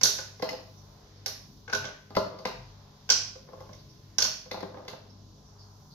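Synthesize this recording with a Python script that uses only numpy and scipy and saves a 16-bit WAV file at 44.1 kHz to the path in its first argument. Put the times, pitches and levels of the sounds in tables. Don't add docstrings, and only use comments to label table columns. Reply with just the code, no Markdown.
import sys
import numpy as np
from scipy import signal
from scipy.fft import rfft, irfft
from scipy.io import wavfile
from scipy.ndimage import uniform_filter1d, map_coordinates

SR = 44100
rng = np.random.default_rng(int(sys.argv[2]) if len(sys.argv) > 2 else 0)


def store_wav(level_fs):
    pcm = np.round(np.clip(np.atleast_2d(level_fs), -1, 1) * 32767)
    wavfile.write(sys.argv[1], SR, pcm.T.astype(np.int16))


N = 261954
T = np.arange(N) / SR

# (pitch [Hz], relative level [dB], time to fall by 60 dB [s])
COUNTER_MODES = [(149.1, -11.5, 0.11), (184, -1.5, 0.065), (279, -13, 0.072), (313, -7, 0.094),
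                 (407.7, -3.5, 0.1), (518.3, 4, 0.059), (644.8, 1.5, 0.074), (805, 2, 0.013),
                 (861.5, -1, 0.037), (1031, 2, 0.018), (1167, -4, 0.024)]
RING_SEND_DB, COUNTER_SEND_DB = -16, -9.5


def undb(db):
    return 10 ** (np.asarray(db) / 20)


def unit(x):
    return x / np.sqrt(np.mean(x ** 2, axis=-1, keepdims=True))


def along(table, hz):
    f, v = np.transpose(table)
    return np.interp(np.log(np.maximum(hz, 1)), np.log(f), v)


def fall(t, t60):
    return np.exp(-np.log(1000) * t / t60)


def swell(s, length):
    return np.sin(np.pi * np.clip((T - s) / length, 0, 1))


def band(x, lo_hz, hi_hz):
    return signal.sosfilt(signal.butter(2, [lo_hz, hi_hz], "band", fs=SR, output="sos"), x)


def octave_share(hz, centre_hz):
    return np.clip(1 - np.abs(np.log2(np.maximum(hz, 1) / centre_hz)), 0, 1)


def walk(rate):
    k = int(SR / rate)
    steps = np.repeat(rng.standard_normal(N // k + 1), k)
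    return 1.26 * uniform_filter1d(uniform_filter1d(steps, k), k)[:N]


def pair(n):
    # (pitch [Hz], likeness of left and right [0 to 1])
    likeness = [(130, 1), (290, 0.64), (640, 0.25), (1400, 0.16), (3000, 0.011), (15000, 0.247)]
    hz = np.fft.rfftfreq(n, 1 / SR)
    c = np.clip(along(likeness, hz), -1, 1)
    mid, side = rfft(rng.standard_normal((2, n)))
    mid = mid * np.sqrt((1 + c) / 2)
    side = side * np.sqrt((1 - c) / 2)
    return hz, np.array([mid + side, mid - side])


def causal(db):
    half = db.shape[-1] - 1
    cep = irfft(np.log(undb(db)))
    cep[..., 1:half] *= 2
    cep[..., half + 1:] = 0
    return irfft(np.exp(rfft(cep)))


def fridge():
    # (multiple of the base pitch, level [dB])
    motor_tones = [(1, -72.5), (2, -56.5), (3, -63), (5, -74), (21, -80)]
    mains_tones = [(1, -64), (2, -59.5), (3, -90.5), (4, -67)]
    # (pitch [Hz], width [Hz], level [dB])
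    drone_bands = [(65.8, 6.4, -66), (148.8, 2.3, -89.5), (318, 5.1, -75.5), (415, 28, -72.5),
                   (577.7, 13, -81), (1046, 28.4, -107.5)]
    motor_hz, mains_hz = 48.98, 50.005
    t = T - .042
    motor = sum(undb(db) * np.sin(2 * np.pi * k * motor_hz * t) for k, db in motor_tones)
    mains = sum(undb(db) * np.sin(2 * np.pi * k * mains_hz * t) for k, db in mains_tones)
    drone = sum(undb(db) * unit(band(rng.standard_normal(N), f - w / 2, f + w / 2))
                for f, w, db in drone_bands)
    return np.sqrt(2) * (motor - mains) + drone


def air():
    # (pitch [Hz], relative level per Hz [dB])
    air_colour = [(20, -11), (45, 0), (75, -12), (120, 3), (200, -8), (350, -18), (700, -21), (1500, -30.5),
                  (2800, -37.5), (6000, -36.5), (16000, -44)]
    air_db = -57
    hz, noise = pair(N)
    noise = noise * undb(along(air_colour, hz))
    out = 0
    for f in 30 * 2. 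** np.arange(10):
        swelling_db = 3.2 * walk(3.67) + 0.7 * walk(3.56)
        out = out + irfft(noise * octave_share(hz, f), N) * undb(swelling_db)
    return undb(air_db) * out / np.sqrt(np.mean(out ** 2))


def bumps():
    # (time [s], length [s], pitch [Hz], level [dB])
    arm_bumps = [(.0, 0.11, 119, -41.5), (1.7, 0.2, 97.5, -39.5), (1.75, 0.154, 133.2, -46.5),
                 (2.504, 0.28, 44.4, -46), (2.517, 0.17, 128, -48)]
    return sum(swell(s, length) * undb(db) * np.sin(2 * np.pi * hz * (T - s))
               for s, length, hz, db in arm_bumps)


def ring(modes, t, scatter_db):
    hz, db, t60 = np.transpose(modes)[:, :, None]
    sign, strength, detune = rng.standard_normal((3, len(modes), 1))
    level = np.sign(sign) * undb(db + scatter_db * strength)
    notes = level * np.sin(2 * np.pi * hz * (1 + 0.005 * detune) * t) * fall(t, t60)
    y = np.sum(notes, axis=0)
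    return y / np.max(np.abs(y))


def follow(rule, crack_db, ring_db=0):
    return rule[0] + rule[1] * crack_db + rule[2] * ring_db


def blows(rows, vessel, clack, rock_s, shoulder_db, grit_t60, scatter_db):
    # (pitch [Hz], relative level [dB])
    contact_thud = [(80, 14.5), (300, 21.5), (900, 2.5), (1500, 17), (2500, -10.5), (8000, -17.5)]
    t = np.arange(SR // 3) / SR
    to_room, near = np.zeros(N + SR), np.zeros((2, N + SR))
    hz = np.fft.rfftfreq(512, 1 / SR)
    for s, crack_db, crack_hz, edge_db, counter_db, ring_db, pan_db in rows:
        clack_db = follow(clack, crack_db, ring_db)
        colour = [(90, clack_db - 7), (300, clack_db + 14.0), (2500, clack_db + 10.5),
                  (0.76 * crack_hz, crack_db - 5.5), (crack_hz, crack_db + 3.5),
                  (1.41 * crack_hz, crack_db + shoulder_db),
                  (12000, edge_db + 17.0), (16000, edge_db + 2.0)]
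        click = .1 * rng.standard_normal(len(t)) * fall(t, grit_t60)
        click[0] = 1
        crack = signal.fftconvolve(click, causal(along(colour, hz)))[:len(t)]
        u = t / rock_s
        contacts = rng.standard_normal(len(t)) ** 3 * u * np.exp(-u)
        contacts /= np.sqrt(np.sum(contacts ** 2))
        contacts[int(rock_s * SR / 2)] += undb(1.0)
        thud = ring(COUNTER_MODES, t, scatter_db)
        thud[:512] += causal(along(contact_thud, hz))
        counter = undb(counter_db) * signal.fftconvolve(thud, contacts)[:len(t)]
        rings = undb(ring_db) * ring(vessel, t, scatter_db)
        i = int(s * SR)
        to_room[i:i + len(t)] += crack + undb(RING_SEND_DB) * rings + undb(COUNTER_SEND_DB) * counter
        left_right = undb(np.array([[pan_db], [-pan_db]]) / 2)
        near[:, i:i + len(t)] += (crack + rings + counter) * left_right
    return to_room[:N], near[:, :N]


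def pan_drops():
    # (time [s], crack level before colouring [dB], crack pitch [Hz], bright edge before colouring [dB],
    #  pan ring [dB], left minus right [dB])
    pan_hits = [(0.0122, -22.5, 5070, -49, -42, -7), (0.0336, 0.5, 6540, -27.5, -47.5, -20.5),
                (0.0451, -29, 4840, -31, -35, 4), (0.0564, -18.5, 5600, -31, -31.5, -3),
                (0.0855, -26, 5340, -41, -50, 0), (0.1861, -25, 5000, -65, -43.5, 11),
                (1.26, -19, 4780, -36.5, -46, -3.5), (1.6792, -42.5, 5070, -79, -45, 7),
                (1.698, -37.5, 4400, -64, -39, -1.5), (1.7276, -27.5, 4600, -53, -38, 15.5),
                (1.7321, -18, 4260, -45.5, -28, -1), (1.7492, -24.5, 5360, -47, -33.5, -17),
                (1.8423, -33.5, 6100, -70, -40, -7), (1.8523, -31, 5300, -70, -44.5, -7),
                (1.8857, -49, 4330, -78, -48, -1), (3.091, -22, 5300, -53, -37, -2),
                (3.1007, -1.5, 5440, -39.5, -31, -4), (4.1836, -8.5, 5700, -39, -37.5, -11.5),
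                (4.2224, -9.5, 5220, -33, -41.5, 15), (4.2492, -19.5, 4770, -58, -44, 9)]
    # (pitch [Hz], relative level [dB], time to fall by 60 dB [s])
    pan_modes = [(1455, -6.5, 0.18), (1513, -3, 0.19), (1581, 0.5, 0.042)]
    clack, counter = (-8, 0.29, 0.39), (-27, 0.22, 0.23)
    rows = [(s, db, hz, edge_db, follow(counter, db, ring_db), ring_db, pan_db)
            for s, db, hz, edge_db, ring_db, pan_db in pan_hits]
    return blows(rows, pan_modes, clack, rock_s=0.00543, shoulder_db=0, grit_t60=0.0067, scatter_db=0.0)


def bowl_knocks():
    # (time [s], crack level before colouring [dB], crack pitch [Hz], counter drive [dB], left minus right [dB])
    bowl_hits = [(0.3956, -44.5, 5000, -47, 13.5), (0.4228, -24, 4760, -27, -3),
                 (0.4902, -25.5, 4900, -41.5, 15), (0.5295, -38, 4750, -40.5, -12),
                 (2.103, -47, 4710, -40, 1.5), (2.151, -29.5, 4570, -35.5, 5),
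                 (2.1652, -23.5, 4560, -18.5, 11), (2.387, -41.5, 4630, -45, 5),
                 (2.4526, -20.5, 4200, -26.5, 5), (3.3536, -47.5, 5030, -47, 0),
                 (3.4853, -58, 4330, -49.5, 11), (3.53, -53, 4950, -45, 8), (3.6031, -44, 4800, -42.5, 3),
                 (3.6891, -56, 5000, -43, 0), (3.7309, -43.5, 5560, -52, -3), (4.4568, -52, 5040, -49, -1),
                 (4.5125, -25.5, 4190, -38.5, 8), (4.5397, -47.5, 4400, -32, 5),
                 (4.5694, -43.5, 4590, -38, 3), (4.6052, -37, 4240, -43, -7),
                 (4.6269, -43, 4130, -35, 17.5), (4.741, -57, 4300, -40, 1),
                 (4.7699, -65, 4600, -41.5, -11), (4.8494, -51, 4990, -49.5, 0),
                 (4.8804, -28, 4244, -43, -1), (4.93, -44, 4230, -44.5, -18.5)]
    # (pitch [Hz], relative level [dB], time to fall by 60 dB [s])
    bowl_modes = [(1930, -10, .02), (2054, 39, 0.063), (2350, -34, 0.1), (2510, -48, 0.049)]
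    clack, edge, ringing = (-0.5, 1.194, 0), (-28.5, 0.89, 0), (-16, 1.064, 0)
    rows = [(s, db, hz, follow(edge, db), counter_db, follow(ringing, db), pan_db)
            for s, db, hz, counter_db, pan_db in bowl_hits]
    return blows(rows, bowl_modes, clack, rock_s=0.00715, shoulder_db=-7, grit_t60=0.011, scatter_db=1.5)


def rummage():
    # (time [s], length [s], level of the smallest contacts [dB])
    rummage_spells = [(0.416, .22, -57.5), (2.184, 0.27, -53), (3.44, 0.23, -59), (4.52, .45, -57)]
    contacts_per_s, scatter_db = 200, 3
    tick_hz, tick_db = 4800, -17
    t = np.arange(SR // 8) / SR
    chance, size = rng.random(N), rng.exponential(size=N)
    effort = sum(swell(s, length) * undb(db) for s, length, db in rummage_spells)
    contacts = (chance < contacts_per_s / SR) * undb(scatter_db * size) * effort
    ticks = undb(tick_db) * band(contacts, .8 * tick_hz, 1.05 * tick_hz)
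    drum = signal.fftconvolve(contacts, ring(COUNTER_MODES, t, 1.5))[:N]
    return drum, ticks


def chirps():
    # (time [s], length [s], pitch [Hz], level sent to the room [dB])
    far_chirps = [(0.75, 0.075, 5840, -83.5), (0.794, 0.074, 5540, -96), (1.145, 0.047, 4840, -86),
                  (3.776, 0.025, 4290, -82.5), (3.878, 0.043, 5300, -83), (3.944, 0.085, 5600, -98),
                  (5.087, 0.025, 5030, -81.5), (5.443, 0.055, 5600, -85.5), (5.577, 0.055, 4900, -78.5),
                  (5.892, 0.052, 4370, -79.5)]
    return sum(swell(s, length) * undb(db) * unit(band(rng.standard_normal(N), 0.91 * hz, 1.1 * hz))
               for s, length, hz, db in far_chirps)


def room(x):
    # (pitch [Hz], time to fall by 60 dB [s])
    room_fade = [(150, 0.46), (600, 0.44), (1500, 0.56), (4000, 0.47), (10000, 0.37)]
    tail_db, early_db, early_t60_s = 7, 7, 0.077
    n = SR
    t, tail = np.arange(n) / SR, 0
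    hz, noise = pair(n)
    for f in 60 * 2. ** np.arange(9):
        tail = tail + irfft(noise * octave_share(hz, f), n) * fall(t, along(room_fade, f))
    tail = unit(tail * np.clip(t / 0.019, 0, 1))
    spikes = band(rng.standard_normal((2, n)) ** 5, 260, 19000)
    early = unit(spikes * fall(t, early_t60_s) * (t > .0015))
    echo = (undb(tail_db) * tail + undb(early_db) * early) / np.sqrt(n)
    return signal.fftconvolve(x[None], echo, axes=1)[:, :N]


def scene():
    right_late_s = 0.00012
    side_from_hz = 360
    pan, pan_near = pan_drops()
    bowl, bowl_near = bowl_knocks()
    drum, ticks = rummage()
    to_room = pan + bowl + undb(COUNTER_SEND_DB) * drum + ticks + chirps()
    near = pan_near + bowl_near + drum + ticks
    near[1] = map_coordinates(near[1], [(T - right_late_s) * SR])
    mid, side = (near[0] + near[1]) / 2, (near[0] - near[1]) / 2
    side = signal.sosfilt(signal.butter(2, side_from_hz, "high", fs=SR, output="sos"), side)
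    close = np.array([mid + side, mid - side])
    return close + bumps() + room(to_room) + fridge() + air()


def record(dry):
    # (pitch [Hz], gain [dB])
    port_tone = [(20, -5), (2500, 6), (3600, 14), (5000, 15.5), (6000, 12.5), (6800, 5), (7600, -6.5),
                 (8600, -21.5), (9800, -8), (10500, 0), (12000, 7), (15300, 1), (15900, -14.5)]
    # (pitch [Hz], left minus right [dB])
    port_sides = [(60, 2), (400, 0.7), (1300, 4), (2400, 0), (4400, 0), (8100, -14), (15000, 7.5)]
    top_hz = 15900
    hz = np.fft.rfftfreq(1024, 1 / SR)
    ports = causal(along(port_tone, hz) + np.array([[.5], [-.5]]) * along(port_sides, hz))
    y = signal.fftconvolve(dry, ports, axes=1)[:, :N]
    rounded = .75 * np.tanh(y / .75)
    return signal.sosfilt(signal.ellip(8, .2, 70, top_hz, fs=SR, output="sos"), rounded)


dry = scene()
out = record(dry)
store_wav(out)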